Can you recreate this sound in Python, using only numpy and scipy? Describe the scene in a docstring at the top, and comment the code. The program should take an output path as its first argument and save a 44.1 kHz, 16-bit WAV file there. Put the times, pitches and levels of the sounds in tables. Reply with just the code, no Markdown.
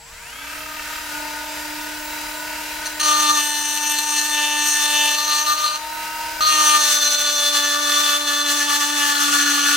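"""A handheld rotary tool grinds a metal flange in a vice: it spins up, touches once, then cuts twice.
The off-centre cutter strikes once a turn and rings the flange, chips hiss, and the tone colour shifts
as the hand moves from spot to spot. Under the cut the unbalanced shaft drones, bearings whine and the
fan blows; the housing rattles in the loose first grip. The garage adds a short echo, rumble and hum.
All is heard through the two close microphone ports of a camera near the vice."""
import sys
import numpy as np
from scipy import signal
from scipy.fft import rfft, irfft, next_fast_len
from scipy.io import wavfile
from scipy.ndimage import uniform_filter1d

SR = 44100
rng = np.random.default_rng(int(sys.argv[2]) if len(sys.argv) > 2 else 0)


def transcribe(u):
    """Save the signal u as a 16-bit wav file named by the first command-line argument.

    u: samples, shape (n,) or (channels, n), limited to [-1, 1]; the rate is SR.
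    q: integer samples, one column per channel.
    """
    v = np.clip(np.atleast_2d(u).T, -1, 1)
    q = np.round(v * 32767).astype(np.int16)
    wavfile.write(sys.argv[1], SR, q)


N = 430416
FULL_HZ, CAGE_TURNS = 295, 8  # working shaft speed; shaft turns per beat of the bearing cage


def grinding(turns, drop_db):
    """The cutter rings the flange and throws chips, whose hiss pulses once a turn."""
    # how hard the cutter bites, one envelope per contact: time_s, level_db
    cuts = [
        [(2.853, -33), (2.863, -25), (2.878, -32)],
        [(2.997, -20.5), (3.06, -18.5), (3.3, -17), (3.58, -23), (4.1, -20), (4.5, -19.5), (4.75, -19.5),
         (4.92, -17.5), (5.2, -18), (5.66, -20.5), (5.7, -28.5), (5.76, -27), (5.79, -39)],
        [(6.407, -21.5), (6.44, -19), (6.5, -16), (6.75, -16.5), (7.3, -19.5), (7.8, -18.5), (7.97, -18),
         (8.25, -19), (8.47, -20.5), (8.52, -16.5), (8.6, -22.5), (8.74, -18.5), (9.0, -21), (9.25, -18),
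         (9.76, -19.5)],
    ]
    # flange resonances: pitch_hz, width_hz, side_db (relative to mid)
    flange_modes = [(1209.6, 137, 2), (1448, 170, -14), (1760, 199, -29), (2882, 860, -12.5),
                    (3538, 166, -9.5), (4240, 410, -15), (6127, 580, -29), (7780, 960, -22),
                    (8970, 390, -11.5), (12130, 330, -12), (13900, 360, -9)]
    # balance at each spot, relative to the cut: chips_db, then ring_db for each resonance
    spot_mix = {"touch": (-13, -27, -23, -13, -13, -16, -5, -6, -21, -10, -25, -28),
                "rim": (-9.5, -6, -26.5, -12.5, -9.5, -9.5, -8.5, -6.5, -22, -14.5, -22.5, -28),
                "face": (-9.5, -21.5, -28, -12.5, -12, -15.5, -12, -5, -17, -10, -17, -24),
                "groove": (-10, -19.5, -28, -10.5, -8.5, -8.5, -14, -8.5, -22, -13, -22, -25),
                "edge": (-11.5, -10.5, -34, -12.5, -11, -12.5, -7, -6, -19, -18, -19, -21),
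                "graze": (-12, -5, -25, -15.5, -10.5, -10, -2.5, -9.5, -19, -20, -22, -23),
                "bore": (-7, -15.5, -19.5, -14, -14, -7.5, -6.5, -6.5, -22, -20, -23, -23),
                "lip": (-7, -8.5, -20, -9.5, -13.5, -7.5, -8, -11, -23, -29, -25, -27),
                "step": (-5, -7.5, -19.5, -5, -11, -10, -10, -9.5, -20, -28, -26, -30),
                "burr": (-5, -9, -11, -8, -10, -9, -9.5, -9, -18.5, -24, -26, -36)}
    # colour of the chip hiss: frequency_hz, density_db
    chip_spectrum = [(210, -55), (350, -31.5), (868, -9.5), (1030, -51), (1170, 4), (1330, -14.5),
                     (1720, -5.5), (2190, -8), (3470, -5.5), (6260, -1), (15800, -14.5)]
    level_db = np.max([curve(cut, -120)[0] for cut in cuts], axis=0) - drop_db
    chips_db, *ring_db = at_spot(spot_mix)
    force = cutter_force(turns)
    flange = 0
    for k, ((hz, width, side_db), db) in enumerate(zip(flange_modes, ring_db)):
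        gain = undb(db + 2.0 * walk(30) - 0.3 * drop_db)  # rings drop further than chips in a skip
        mode = (-1) ** k * ring(force, hz, width) * gain
        flange = flange + ports(mode, np.roll(mode, int(SR / hz / 4)), side_db)
    pulse = 1 + .5 * np.cos(2 * np.pi * turns)
    chips = ports(noise(chip_spectrum) * pulse, noise(chip_spectrum), -1.36)
    chips *= undb(chips_db + 1.36 * walk(20))
    return (flange + chips) * undb(level_db + 0.78 * walk(25))


def cutter_force(turns):
    """The off-centre cutter lands one uneven blow a turn and scrapes after each."""
    # roughness at each spot: scrape_share (0-1, of the power)
    roughness = {"touch": (.1,), "rim": (.07,), "face": (.07,), "groove": (.05,), "edge": (.08,),
                 "graze": (.06,), "bore": (.12,), "lip": (.1,), "step": (.2,), "burr": (.4,)}
    hits = np.flatnonzero(np.diff(np.floor(turns))) + 1
    late = (turns[hits] % 1) / (turns[hits] - turns[hits - 1])  # samples since the exact blow
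    strength = undb(2.06 * rng.standard_normal(N // 100)[:len(hits)])
    taps = np.arange(-8, 8)
    clicks = np.sinc(taps + late[:, None]) * np.hanning(18)[1:-1]  # placed between samples
    blows = np.zeros(N + 16)
    blows[hits[:, None] + taps + 8] = strength[:, None] * clicks
    scrape = np.exp(-(turns % 1) / 0.66) * rng.standard_normal(N)
    share = at_spot(roughness)[0]
    return np.sqrt(1 - share) * unit(blows[8:N + 8]) + np.sqrt(share) * unit(scrape)


def cutter_skips():
    """How many dB the cut drops as the cutter skips, a bell-shaped dip each time."""
    # skips: centre_s, drop_db, length_s
    skips = [(3.025, 4.5, 0.011), (3.217, 4.5, 0.015), (3.333, 4.5, 0.043), (3.796, 4.5, 0.02),
             (3.889, 4, 0.013), (4.056, 3.5, 0.084), (4.284, 4, 0.029), (5.168, 4, 0.026),
             (5.267, 4.5, 0.067), (5.439, 5.0, 0.047), (5.568, 4, 0.055), (6.45, 4, 0.03), (6.788, 4, 0.03),
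             (7.004, 4, 0.031), (7.095, 4.5, 0.022), (7.167, 4, 0.036), (7.24, 4.5, 0.03),
             (7.333, 4, 0.042), (7.518, 4, 0.045), (7.673, 3, 0.03), (7.801, 4, 0.0966), (8.025, 4, 0.024),
             (8.195, 5.5, 0.076), (8.25, 4, 0.04), (8.376, 3.5, 0.061), (8.44, 5, 0.028),
             (8.553, 4.5, 0.0571), (8.67, 3, 0.04), (8.788, 6.5, 0.029), (8.901, 4.5, 0.09),
             (8.951, 3, 0.04), (9.188, 3, 0.025), (9.31, 3, 0.02), (9.374, 2.5, 0.029), (9.448, 3, 0.024)]
    t = np.arange(N) / SR
    return sum(db * np.exp(-(2 * (t - s) / length) ** 2) for s, db, length in skips)


def shaft_turns(drop_db, ease_hz_per_db=0.72, ease_s=0.028):
    """Running count of turns; the shaft gains speed while the cutter skips."""
    # shaft speed without the skips: time_s, speed_hz
    speed = [(0, 100), (.1, 140), (.19, 180), (.25, 212), (.34, 265), (.4, 284), (.5, 293.5), (.65, 298),
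             (3.0, 303.2), (3.42, 296.5), (4.4, 297.4), (5.15, 297), (5.65, 301.5), (5.95, 307.5),
             (6.2, 308.6), (6.42, 308.6), (7.0, 294), (7.4, 292), (7.8, 291), (8.0, 294), (8.2, 290.5),
             (9.05, 290.5), (9.45, 287.5), (9.76, 288.5)]
    surge_hz = ease_hz_per_db * uniform_filter1d(drop_db, int(ease_s * SR))
    return np.cumsum(curve(speed)[0] + surge_hz) / SR


def unbalance(turns):
    """Unbalance shakes hand and vice: a drone and rumble that grow steeply with speed."""
    # shake at each spot: first_order_db, second_order_db, third_order_db, rumble_db
    spot_shake = {"far": (-50.5, -64, -60, -80), "near": (-45, -50.5, -41, -80),
                  "touch": (-48, -53, -47, -80), "lifted": (-50, -65, -31.5, -66),
                  "graze": (-52, -44, -40, -60), "rim": (-40, -39.5, -33, -62),
                  "face": (-44.5, -53, -31.5, -77), "groove": (-43, -41.5, -28.5, -71),
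                  "edge": (-49, -43, -36, -68), "bore": (-47.5, -36, -42, -60), "lip": (-40, -40, -42, -64),
                  "step": (-38, -46, -36, -63), "burr": (-33, -51, -43, -49.5)}
    # colour of the rumble: frequency_hz, density_db
    rumble_spectrum = [(40, -20), (100, -8), (160, 0), (240, -7), (380, -23), (500, 8), (700, -20),
                       (1500, -60)]
    *order_db, rumble_db = at_spot(spot_shake)
    rumble = undb(rumble_db + 2.3 * walk(8)) * noise(rumble_spectrum)
    drone = sum(undb(db) * tone(turns, k + 1, 1.4) for k, db in enumerate(order_db))
    shake = (rumble + drone) * speed_ratio(turns) ** 7.7
    return ports(shake, np.roll(shake, 20), -17.0)


def motor(turns, air_db=4.0, brush_db=-21.5):
    """Fan air, bearing whine and a treble comb from the brushes; the cage flutters air and comb."""
    # colour of the fan air: frequency_hz, density_db
    fan_spectrum = [(210, -26), (350, -18.5), (398, -27), (631, -11.5), (827, -19), (925, -1.5),
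                    (1080, -21), (1470, -7.5), (1590, -9), (2650, -10.5), (3820, -16), (4550, -13),
                    (15800, -25)]
    # bearing, armature and fan tones: shaft_multiple, level_db
    whine_orders = [(2.11, -14.5), (3.125, -11.5), (3.25, -15), (4.125, -10), (4.75, -25), (4.88, -8),
                    (5, -14), (6, -29), (6.12, -12.5), (6.25, -22), (6.38, -23), (9, -10.5), (12, -17),
                    (13, -12.5), (16, -13.5), (24, -20.5), (25, -15), (31, -17), (32, -41)]
    # whine with the tool held far or near: gain_db
    whine_trim = {"far": (-4.5,), "near": (0.0,)}
    # motor fader as the hand carries the tool: time_s, gain_db
    carry = [(0.0, -50.5), (0.49, -38.5), (0.85, -37), (2.8, -36.5), (5.85, -34), (6.33, -36)]
    cage = np.sin(2 * np.pi * turns / CAGE_TURNS)
    air = ports(noise(fan_spectrum) * (1 + 0.12 * cage), noise(fan_spectrum), -7.5) * undb(walk(12))
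    whine = sum(undb(db) * tone(turns, k) for k, db in whine_orders)
    whine *= undb(at_spot(whine_trim)[0]) * speed_ratio(turns) ** 1.4
    brushes = sum(tone(turns + .003 * cage, k, 3.8) for k in range(37, 53))
    tones = whine + undb(brush_db) * brushes
    return (undb(air_db) * air + ports(tones, np.roll(tones, 3), -24)) * undb(curve(carry)[0])


def housing_rattle(turns):
    """In the loose first grip, each cage beat rings the housing with a knock and a noisy tail."""
    # housing resonances: pitch_hz, width_hz, relative_db
    housing_modes = [(1255, 88, 1), (1570, 130, -2), (1846, 140, -7), (2650, 300, -4), (3140, 150, -8)]
    # rattle envelope: time_s, level_db
    envelope = [(.3, -60), (.33, -41.5), (.7, -39), (1.0, -38), (1.2, -52), (1.5, -70)]
    beat = (turns / CAGE_TURNS) % 1
    knocks = unit(np.diff(beat, prepend=0) < 0)
    force = knocks + unit(np.exp(-beat / .5) * rng.standard_normal(N))
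    rings = unit(sum(undb(db + 2.0 * walk(12)) * ring(force, hz, width)
                     for hz, width, db in housing_modes))
    return ports(rings, np.roll(rings, 9), -8) * undb(curve(envelope, -120)[0])


def spin_up(turns, end_s=0.58, fade_s=0.2):
    """Rising whines that swell with speed and fade as the shaft settles."""
    # orders that sing out: shaft_multiple, level_db
    orders = [(6, -49), (8, -45), (12, -45.5)]
    t = np.arange(N) / SR
    swell = speed_ratio(turns) ** 1.3 * np.clip((end_s - t) / fade_s, 0, 1)
    return swell * sum(undb(db) * tone(turns, k, 1.9) for k, db in orders)


def speed_control(turns, switch_hz=8200, level_db=-49, fade_s=0.87):
    """Two thin whistles, 3 and 6 shaft orders below the switching rate, fall and fade at the start."""
    t = np.arange(N) / SR
    whistles = sum(np.sin(2 * np.pi * (switch_hz * t - k * turns)) for k in (3, 6))
    return whistles * undb(level_db) * np.clip(1 - t / fade_s, 0, 1)


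def garage_echo(direct, t60_s=0.33, level_db=-6):
    """The walls answer with a short diffuse tail, different at each port."""
    t = np.arange(SR // 2) / SR
    tail = rng.standard_normal((2, len(t))) * undb(-60 * t / t60_s)
    tail /= np.linalg.norm(tail, axis=1, keepdims=True)
    return undb(level_db) * signal.fftconvolve(direct.mean(axis=0, keepdims=True), tail, axes=1)[:, :N]


def garage_tone(rumble_db=-52):
    """A bed of low rumble and two steady hums."""
    # colour of the room rumble: frequency_hz, density_db
    room_spectrum = [(12, -34), (20, 3), (62, -0.5), (71, -4), (86, -12.5), (124, -7), (260, -19),
                     (340, -34), (570, -120)]
    # hums: pitch_hz, level_db
    hum_tones = [(59, -57.5), (465, -59.5)]
    t = np.arange(N) / SR
    hums = sum(np.sqrt(2) * undb(db) * np.sin(2 * np.pi * hz * t) for hz, db in hum_tones)
    return undb(rumble_db) * ports(noise(room_spectrum), noise(room_spectrum), -25) + hums


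def duck(cut, threshold_db=-30, slope=0.9, lag_s=0.17):
    """The camera's automatic gain, which sinks as the cut gets loud."""
    pole = np.exp(-1 / (lag_s * SR))
    level_db = 10 * np.log10(uniform_filter1d(cut ** 2, 2000) + 1e-12)
    over_db = np.maximum(level_db - threshold_db, 0)
    return undb(-slope * signal.lfilter([1 - pole], [1, -pole], over_db))


def at_spot(table, glide_s=0.13):
    """Columns of a table of spots at every sample, gliding as the hand moves."""
    # where the hand holds the tool: start_s, spot
    hand_moves = [(0, "far"), (1.08, "near"), (2.8, "touch"), (2.95, "near"), (2.998, "rim"),
                  (3.38, "face"), (4.33, "groove"), (4.621, "face"), (4.8, "groove"), (5.13, "edge"),
                  (5.54, "graze"), (5.78, "lifted"), (6.39, "graze"), (6.48, "rim"), (6.82, "bore"),
                  (7.5, "lip"), (8.55, "step"), (9.17, "burr")]
    moves = [(s, table[spot]) for s, spot in hand_moves if spot in table]
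    departures = [(s - glide_s / 2, *row) for (s, _), (_, row) in zip(moves[1:], moves)]
    arrivals = [(s + glide_s / 2, *row) for s, row in moves]
    return curve(sorted(departures + arrivals))


def speed_ratio(turns):
    """Shaft speed as a share of working speed, capped at 1."""
    return np.clip(np.gradient(turns) * SR / FULL_HZ, 0, 1)


def tone(turns, multiple, waver_db=3.5):
    """A shaft order that wavers in level, rms near 1."""
    return np.sqrt(2) * undb(waver_db * walk(9)) * np.sin(2 * np.pi * (multiple * turns + rng.random()))


def ring(x, hz, width_hz):
    """A resonance applied twice, so that the valleys stay dark; rms 1."""
    for _ in range(2):
        x = signal.lfilter(*signal.iirpeak(hz, hz / width_hz, SR), x)
    return unit(x)


def noise(spectrum):
    """Noise coloured by (frequency_hz, density_db) points, rms 1."""
    hz, db = np.transpose(spectrum)
    size = next_fast_len(N)
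    log_hz = np.log(np.arange(1, size // 2 + 2) * SR / size)
    colour = undb(np.interp(log_hz, np.log(hz), db))
    return unit(irfft(rfft(rng.standard_normal(size)) * colour, size)[:N])


def walk(rate_hz):
    """A drift that glides between random values, rms 1."""
    step = int(SR / rate_hz)
    return unit(uniform_filter1d(np.repeat(rng.standard_normal(N // step + 1), step), step)[:N])


def curve(table, outside=None):
    """Value columns of a (time_s, ...) table at every sample."""
    s, *columns = np.transpose(table)
    return np.array([np.interp(np.arange(N) / SR, s, c, outside, outside) for c in columns])


def ports(mid, side, side_db):
    """Left and right from mid and side."""
    return np.array([mid + undb(side_db) * side, mid - undb(side_db) * side])


def undb(db):
    """Gain of a level in dB."""
    return 10 ** (np.asarray(db) / 20)


def unit(x):
    """Scaled to rms 1."""
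    return x / np.sqrt(np.mean(x ** 2))


def scene():
    """Tool and flange in the garage; only the motor and the room tone duck under the cut."""
    drop_db = cutter_skips()
    turns = shaft_turns(drop_db)
    shake = unbalance(turns)
    cut = grinding(turns, drop_db)
    gain = duck(cut.mean(axis=0))
    direct = cut + shake + gain * motor(turns)
    direct += speed_control(turns) + spin_up(turns) + housing_rattle(turns)
    return direct + garage_echo(direct) + gain * garage_tone()


def record(dry):
    """The left port is a little louder; peaks are rounded and the top is cut at 15.8 kHz."""
    lean = undb([[.5], [-.5]])
    rounded = np.tanh(1.2 * dry * lean) / 1.2
    return signal.sosfilt(signal.ellip(10, .2, 80, 15800, fs=SR, output="sos"), rounded)


dry = scene()
out = record(dry)
transcribe(out)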